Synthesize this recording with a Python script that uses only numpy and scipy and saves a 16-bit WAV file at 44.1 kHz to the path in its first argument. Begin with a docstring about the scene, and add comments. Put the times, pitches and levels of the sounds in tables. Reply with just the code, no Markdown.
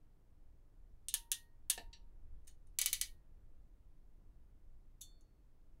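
"""A low rumble, a dull drone, hiss and a faint mains hum lie under a small, quiet room: shaped noise and sines.
A ratcheting wire crimper is then worked over a wooden bench: its steel pawl snaps over the teeth as the handles
close, the jaws knock shut, the linkage shifts, the pawl rattles back, the return spring twangs; a faint tick ends it.
Each contact is a short noise burst coloured by the tool's resonances, with the handle and frame ringing faintly;
twang and tick are a light scrape with ringing modes. Bench scatter and a short room tail follow each burst."""
import sys
import numpy as np
from scipy import signal
from scipy.fft import rfft, irfft, next_fast_len
from scipy.io import wavfile
from scipy.ndimage import map_coordinates

SR = 44100
rng = np.random.default_rng(int(sys.argv[2]) if len(sys.argv) > 2 else 0)


def dump(signal):
    """Clip the signal to [-1, 1] and save it as 16-bit WAV at the path in sys.argv[1]."""
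    limited = np.clip(np.atleast_2d(signal).T, -1, 1)
    pcm = np.round(limited * 32767).astype(np.int16)
    wavfile.write(sys.argv[1], SR, pcm)


N = 255780
LIFE = np.arange(SR) / SR  # time axis of one blow (s)
BLOW_HZ = np.fft.rfftfreq(SR, 1 / SR)  # frequency axis of one blow (Hz)


def amp(db):
    """Decibels to gain."""
    return 10 ** (np.asarray(db) / 20)


def along(points, hz):
    """Read a curve of (f/Hz, value) points, joined on a log frequency axis."""
    f, value = np.transpose(points)
    return np.interp(np.log(hz + 1), np.log(f), value)


def lift(centre_hz, width_hz, db):
    """Gain (dB) of one resonance: a peak of the given lift that fades to 0 dB on both sides."""
    offset = 2 * (BLOW_HZ - centre_hz) / width_hz
    return 10 * np.log10(1 + (amp(db) ** 2 - 1) / (1 + offset ** 2))


def sized(x):
    """Bring a blow to 0 dB, its energy counted as rms over 20 ms."""
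    return x / np.sqrt(np.sum(x ** 2) / (0.02 * SR) + 1e-20)


def add(track, s, x):
    """Mix x into the track at time s (seconds)."""
    start = round(s * SR)
    track[start:start + len(x)] += x[:N - start]


def coloured(x, gain_db):
    """Minimum-phase filter: the gain on x's FFT grid becomes a response with no pre-echo."""
    cepstrum = irfft(np.log(amp(np.maximum(gain_db, -120))), len(x))
    # folding the cepstrum onto positive time makes the filter causal
    cepstrum[1:len(x) // 2] *= 2
    cepstrum[len(x) // 2 + 1:] = 0
    return irfft(rfft(x) * np.exp(rfft(cepstrum)), len(x))


def noise(spectrum):
    """Steady random noise shaped to the spectrum, at rms 1."""
    size = next_fast_len(N + SR)
    gain = amp(along(spectrum, np.fft.rfftfreq(size, 1 / SR)))
    x = irfft(rfft(rng.standard_normal(size)) * gain, size)[:N]
    return x / np.std(x)


def wobble(rate):
    """A smooth random curve through rate knots a second."""
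    knots = rng.standard_normal(256)
    return map_coordinates(knots, [np.arange(N) * rate / SR], mode="wrap")


def contact(length, count=6):
    """Steel chatters on steel: a short random burst that excites all frequencies about evenly."""
    gate = np.exp(-np.minimum(LIFE / length, 10) ** 4)
    x = rng.standard_normal(SR) * gate
    for _ in range(count):
        # flatten the spectrum, then shorten the burst again
        flat = irfft(np.exp(1j * np.angle(rfft(x))), SR)
        x = flat * gate
    return x


def ring(modes, swell):
    """Decaying modes, struck a little differently each time; they build up over swell seconds."""
    hz, db, t60 = np.transpose(modes)[:, :, None]
    size = amp(db + rng.standard_normal(hz.shape))
    phase = 2 * np.pi * (hz * LIFE + rng.random(hz.shape))
    decay = np.exp(-np.log(1000) * LIFE / t60)
    return np.sum(size * decay * np.sin(phase), axis=0) * (1 - np.exp(-LIFE / swell))


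def in_room(x, bench_db, bench_t60, room_db):
    """The direct sound, quick scatter from hands and bench, and the room's short tail."""
    # tail decay time: f/Hz, t60/s
    room_t60 = [(300, 0.23), (1000, 0.16), (4000, 0.17), (8000, 0.15), (15000, 0.26)]
    # tail colour: f/Hz, gain/dB
    room_gain = [(300, 5), (1500, 3.5), (4000, 5.5), (8000, -2.5), (15000, -12.5)]
    scatter = rng.standard_normal(SR) * np.exp(-np.log(1000) * LIFE / bench_t60)
    scatter *= 1 - np.exp(-LIFE / 0.0009)
    # the tail is noise in which each frequency dies at its own rate
    hz, t, z = signal.stft(rng.standard_normal(SR // 2), SR, nperseg=256)
    decay = np.exp(-np.log(1000) * t / along(room_t60, hz)[:, None])
    tail = signal.istft(z * decay, SR, nperseg=256)[1]
    tail *= 1 - np.exp(-LIFE[:len(tail)] / 0.0034)
    tail_gain_db = along(room_gain, np.fft.rfftfreq(len(tail), 1 / SR))
    tail = coloured(tail / np.linalg.norm(tail), tail_gain_db)
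    answer = amp(bench_db) * scatter / np.linalg.norm(scatter)
    answer[:len(tail)] += amp(room_db) * tail
    return x + signal.fftconvolve(x, answer)[:SR]


def snaps(rows, colour, resonances, ping_width_hz, bench_db, bench_t60, room_db):
    """Each contact sounds through the tool's resonances and leaves handle and frame ringing faintly."""
    # the handle's bending mode: f/Hz, level/dB, t60/s
    handle_modes = [(930, 0.5, 1)]
    # ringing modes of the frame: f/Hz, level/dB, t60/s
    frame_modes = [(1870, -1, .38), (2770, -10, 0.18), (4030, -10.5, .26), (4330, -9.5, 0.33),
                   (4704, -9, 0.23), (4918, -11, 0.17), (6400, -16, .21), (7405, -15, .22),
                   (8053, -13.5, .21), (9898, -15.5, .19)]
    out = np.zeros(N)
    body_db = along(colour, BLOW_HZ) + sum(lift(*mode) for mode in resonances)
    for s, db, length, ping_hz, ping_db, low_hz, high_hz, handle_db, frame_db in rows:
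        # a light contact radiates no bass, a soft one no treble
        band_db = -10 * np.log10(1 + (low_hz / (BLOW_HZ + 1)) ** 6 + (BLOW_HZ / high_hz) ** 4)
        ping_lift_db = lift(ping_hz, ping_width_hz, ping_db)
        direct = coloured(contact(length), body_db + band_db + ping_lift_db)
        click = sized(in_room(direct, bench_db, bench_t60, room_db))
        handle = amp(handle_db) * ring(handle_modes, swell=0.0023)
        frame = amp(frame_db) * ring(frame_modes, swell=0.015)
        add(out, s, amp(db) * (click + handle + frame))
    return out


def background():
    """Low rumble and the room's dull drone, both swelling as the hands work; microphone hiss and mains hum."""
    # noise colours before levelling: f/Hz, relative level per Hz/dB
    rumble_colour = [(7.1, -29.5), (12, 3.5), (32, -4), (110, -23), (140, -52), (240, -120)]
    drone_colour = [(30, -13), (100, -1.5), (140, -0.5), (200, -6), (330, -8), (500, -14), (750, -18),
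                    (1100, -22.5), (2000, -29.5), (4000, -41.5), (16000, -70)]
    hiss_colour = [(1000, 2), (4000, -0.5), (16000, -3.5)]
    # mains hum partials: f/Hz, rms level/dB
    hum_partials = [(60, -78), (120, -85), (301.5, -91)]
    # swells while the hands hold the tool shut, then shift their grip:
    # start/s, end/s, rumble lift/dB, drone lift/dB
    swells = [(1.76, 2.486, 7.5, 1.5), (2.634, 3.7, 4, 1)]
    attack_s, release_s = 0.052, 0.12
    rumble_db, drone_db, hiss_db = -59.5, -75.5, -90  # rms, rumble and drone before swell and drift
    rumble_wander_db, drone_wander_db, wander_per_s = 1.5, 0.27, 5.6  # drift depths, knots a second
    t = np.arange(N) / SR
    start, end, rumble_lift_db, drone_lift_db = np.transpose(swells)[:, :, None]
    swell = np.clip(np.minimum((t - start) / attack_s, (end - t) / release_s), 0, 1)
    rumble_db = rumble_db + np.sum(rumble_lift_db * swell, axis=0)
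    rumble_db += rumble_wander_db * wobble(wander_per_s)
    drone_db = drone_db + np.sum(drone_lift_db * swell, axis=0)
    drone_db += drone_wander_db * wobble(wander_per_s)
    rumble = amp(rumble_db) * noise(rumble_colour)
    drone = amp(drone_db) * noise(drone_colour)
    hiss = amp(hiss_db) * noise(hiss_colour)
    hum = np.zeros(N)
    for hz, db in hum_partials:
        hum += np.sqrt(2) * amp(db) * np.sin(2 * np.pi * (hz * t + rng.random()))
    return rumble + drone + hiss + hum


def twang_and_tick():
    """The return spring twangs, its coil modes ringing on; a faint separate tick follows."""
    # three spring contacts, then a faint tick:
    # t/s, common level of scrape and ring/dB, contact/s, ring trim/dB
    twangs = [(5.0095, -61, 0.0031, -15), (5.0130, -51.5, 0.0041, 0.5), (5.0183, -55, 0.0024, -14),
              (5.2095, -75.5, 0.0011, -20)]
    # colour of the scrape: f/Hz, relative level per Hz/dB
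    coil_colour = [(500, -38), (2200, -27), (3300, -9.5), (5200, -15.5), (6500, 7.5), (7500, -0.5),
                   (8800, -14), (10200, 5.5), (11800, -12), (12700, -10), (15500, -9)]
    # ringing modes of the coil, lent to the tick too: f/Hz, level/dB, t60/s
    coil_modes = [(3000, -20.5, .15), (3552, -8.5, 0.34), (3700, -2, 0.062), (4395, -15.5, 0.62),
                  (4300, -17, 0.39), (5920, -2, 0.075), (6330, -2.5, 0.1), (7240, -17, 0.3),
                  (7550, -11, 0.16), (7840, -3, 0.09), (8400, -20, 0.25), (9460, -9, 0.11),
                  (9980, -2, 0.06), (10500, -9, 0.073), (11600, -11, .1), (11750, -4.5, 0.12),
                  (13200, -24, 0.1), (15200, -20, .1)]
    scrape_db = -3.0
    out = np.zeros(N)
    for s, db, length, ring_db in twangs:
        direct = coloured(contact(length), along(coil_colour, BLOW_HZ))
        scrape = sized(in_room(direct, bench_db=-3.5, bench_t60=0.066, room_db=0.5))
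        coil = ring(coil_modes, swell=0.00075)
        add(out, s, amp(db) * (amp(scrape_db) * scrape + amp(ring_db) * coil))
    return out


def linkage_shifts():
    """The loose linkage shifts as the grip slackens: contacts through its resonances."""
    # t/s, level/dB, contact/s, ping f/Hz, ping lift/dB, low and high corner f/Hz,
    # handle and frame ring/dB relative to level
    shifts = [(2.4480, -89, .002, 10400, 6, 3000, 12000, -43.5, -40),
              (2.4705, -67.5, 0.0077, 8800, 6, 2490, 14000, -40.5, -41),
              (2.4765, -60, .005, 6660, 7.9, 996, 15000, -38.5, -26.5),
              (2.6680, -80, 0.009, 9500, 23, 2008, 9900, -41, -47.5)]
    # contact colour: f/Hz, relative level per Hz/dB
    loose_colour = [(500, -11.5), (3500, -4), (7000, 1.5), (15500, 3.5)]
    # resonances of the loose linkage: f/Hz, width/Hz, lift/dB
    links = [(1842, 140, 12.5), (2140, 67, 5.5), (2980, 66, 12), (3730, 110, 12.5), (4280, 40, 11),
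             (5540, 80, 7), (6240, 150, 15), (6800, 77, 14), (7850, 110, 9), (8100, 67, 11.5),
             (8980, 160, 17), (10050, 70, 10), (10900, 76, 10), (14300, 180, 8)]
    return snaps(shifts, loose_colour, links, ping_width_hz=83, bench_db=-2.5, bench_t60=0.046, room_db=0.0)


def jaws_knock():
    """The jaws meet, then the linkage settles: contacts through the tool pressed shut."""
    # t/s, level/dB, contact/s, ping f/Hz, ping lift/dB, low and high corner f/Hz,
    # handle and frame ring/dB relative to level
    knocks = [(1.7770, -47.5, 0.0028, 686, 13.7, 118.5, 16000, -26.5, -37),
              (1.9297, -57, 0.0096, 5750, 16.6, 3200, 4400, -46, -28)]
    # contact colour: f/Hz, relative level per Hz/dB
    jaw_colour = [(200, 1), (800, -5.5), (1050, -17.5), (1450, -18.5), (2800, -9), (4300, -6.5),
                  (5300, -6.5), (7000, -8.5), (10500, -16), (12500, -29), (15500, -44)]
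    # resonances with the jaws pressed shut: f/Hz, width/Hz, lift/dB
    shut = [(475, 46, 4), (895, 70, 14), (1770, 79, 26.5), (2190, 88, 7), (2720, 36, 14), (2940, 126, 10),
            (3900, 160, 10), (4255, 49, 5.5), (4510, 170, 10.5), (7750, 160, 13.5), (10500, 200, 8)]
    return snaps(knocks, jaw_colour, shut, ping_width_hz=81, bench_db=0.0, bench_t60=0.032, room_db=-1.0)


def pawl_release():
    """The pawl rattles back as the handles let go: contacts through the slack tool."""
    # t/s, level/dB, contact/s, ping f/Hz, ping lift/dB, low and high corner f/Hz,
    # handle and frame ring/dB relative to level
    release = [(2.7873, -33.5, 0.0038, 7300, 6.3, 900, 16670, -55, -43.5),
               (2.8147, -33.5, 0.0022, 5940, 2.9, 800, 17000, -58, -42.5),
               (2.8597, -32, 0.0018, 2970, 5, 900, 19000, -54, -43),
               (2.9297, -33, 0.0028, 9800, 4, 1400, 19000, -53, -38.5),
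               (3.0127, -34.5, 0.0034, 9800, 3.8, 1195, 12900, -54.5, -27.5)]
    # contact colour: f/Hz, relative level per Hz/dB
    opening_colour = [(200, -4), (1000, -22), (2000, -18), (3500, -7.5), (5000, -7.5), (6500, -2),
                      (8500, -1.5), (10200, 0.5), (12500, -4), (15500, -4)]
    # resonances of the slack tool: f/Hz, width/Hz, lift/dB
    slack = [(1193, 74, 5.5), (1784, 70, 2.9), (1982, 32, 14), (2260, 70, 15), (3020, 85, 8.3),
             (3688, 70, 5), (4238, 70, 7.1), (4780, 40, 8.3), (6070, 86, 7.1), (6405, 80, 4), (7980, 50, 6),
             (9450, 130, 4), (10230, 140, 4), (11596, 67, 4)]
    return snaps(release, opening_colour, slack, ping_width_hz=157,
                 bench_db=-0.5, bench_t60=0.024, room_db=-0.5)


def pawl_squeeze():
    """The pawl snaps over its teeth as the handles close: contacts through the loaded tool."""
    # t/s, level/dB, contact/s, ping f/Hz, ping lift/dB, low and high corner f/Hz,
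    # handle and frame ring/dB relative to level
    squeeze = [(1.0846, -42, 0.0013, 9030, 13.5, 2480, 7440, -65, -55.5),
               (1.1402, -33, 0.0017, 9920, 9, 898, 16850, -32.5, -32.5),
               (1.3170, -33.5, 0.001, 8800, 3.5, 1487, 17000, -51.5, -22),
               (1.6990, -30.5, 0.0061, 9610, 7, 698, 16000, -39.5, -32)]
    # contact colour: f/Hz, relative level per Hz/dB
    closing_colour = [(200, -29), (1000, -21), (2200, -15.5), (3300, -8), (5000, -9), (6500, -4),
                      (8000, -1.5), (10000, -1), (12000, -2), (15500, -7.5)]
    # resonances of the tool under load: f/Hz, width/Hz, lift/dB
    loaded = [(1745, 50, 10.5), (2730, 53, 8), (2950, 110, 7.5), (3520, 81, 5), (3710, 130, 5),
              (4130, 50, 5.5), (5970, 70, 5.5), (6000, 60, 5.5), (6398, 70, 6), (6565, 60, 6),
              (8985, 110, 6), (9490, 60, 3), (10650, 160, 4.5), (12300, 60, 5)]
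    return snaps(squeeze, closing_colour, loaded, ping_width_hz=350,
                 bench_db=-1.5, bench_t60=0.054, room_db=-2.0)


def scene():
    """Squeeze, knock, shift, release, twang and tick over the quiet room."""
    tool = pawl_squeeze() + jaws_knock() + linkage_shifts() + pawl_release() + twang_and_tick()
    return (tool + background())[None]


def record(dry):
    """The recorder's band limit: a steep low-pass, falling 1 dB every 16 Hz to a floor of -120 dB."""
    top_hz = 15700
    size = next_fast_len(N + SR)
    hz = np.fft.rfftfreq(size, 1 / SR)
    gain = amp(-np.clip((hz - top_hz) / 16, 0, 120))
    return irfft(rfft(dry, size) * gain, size)[:, :N]


dry = scene()
out = record(dry)
dump(out)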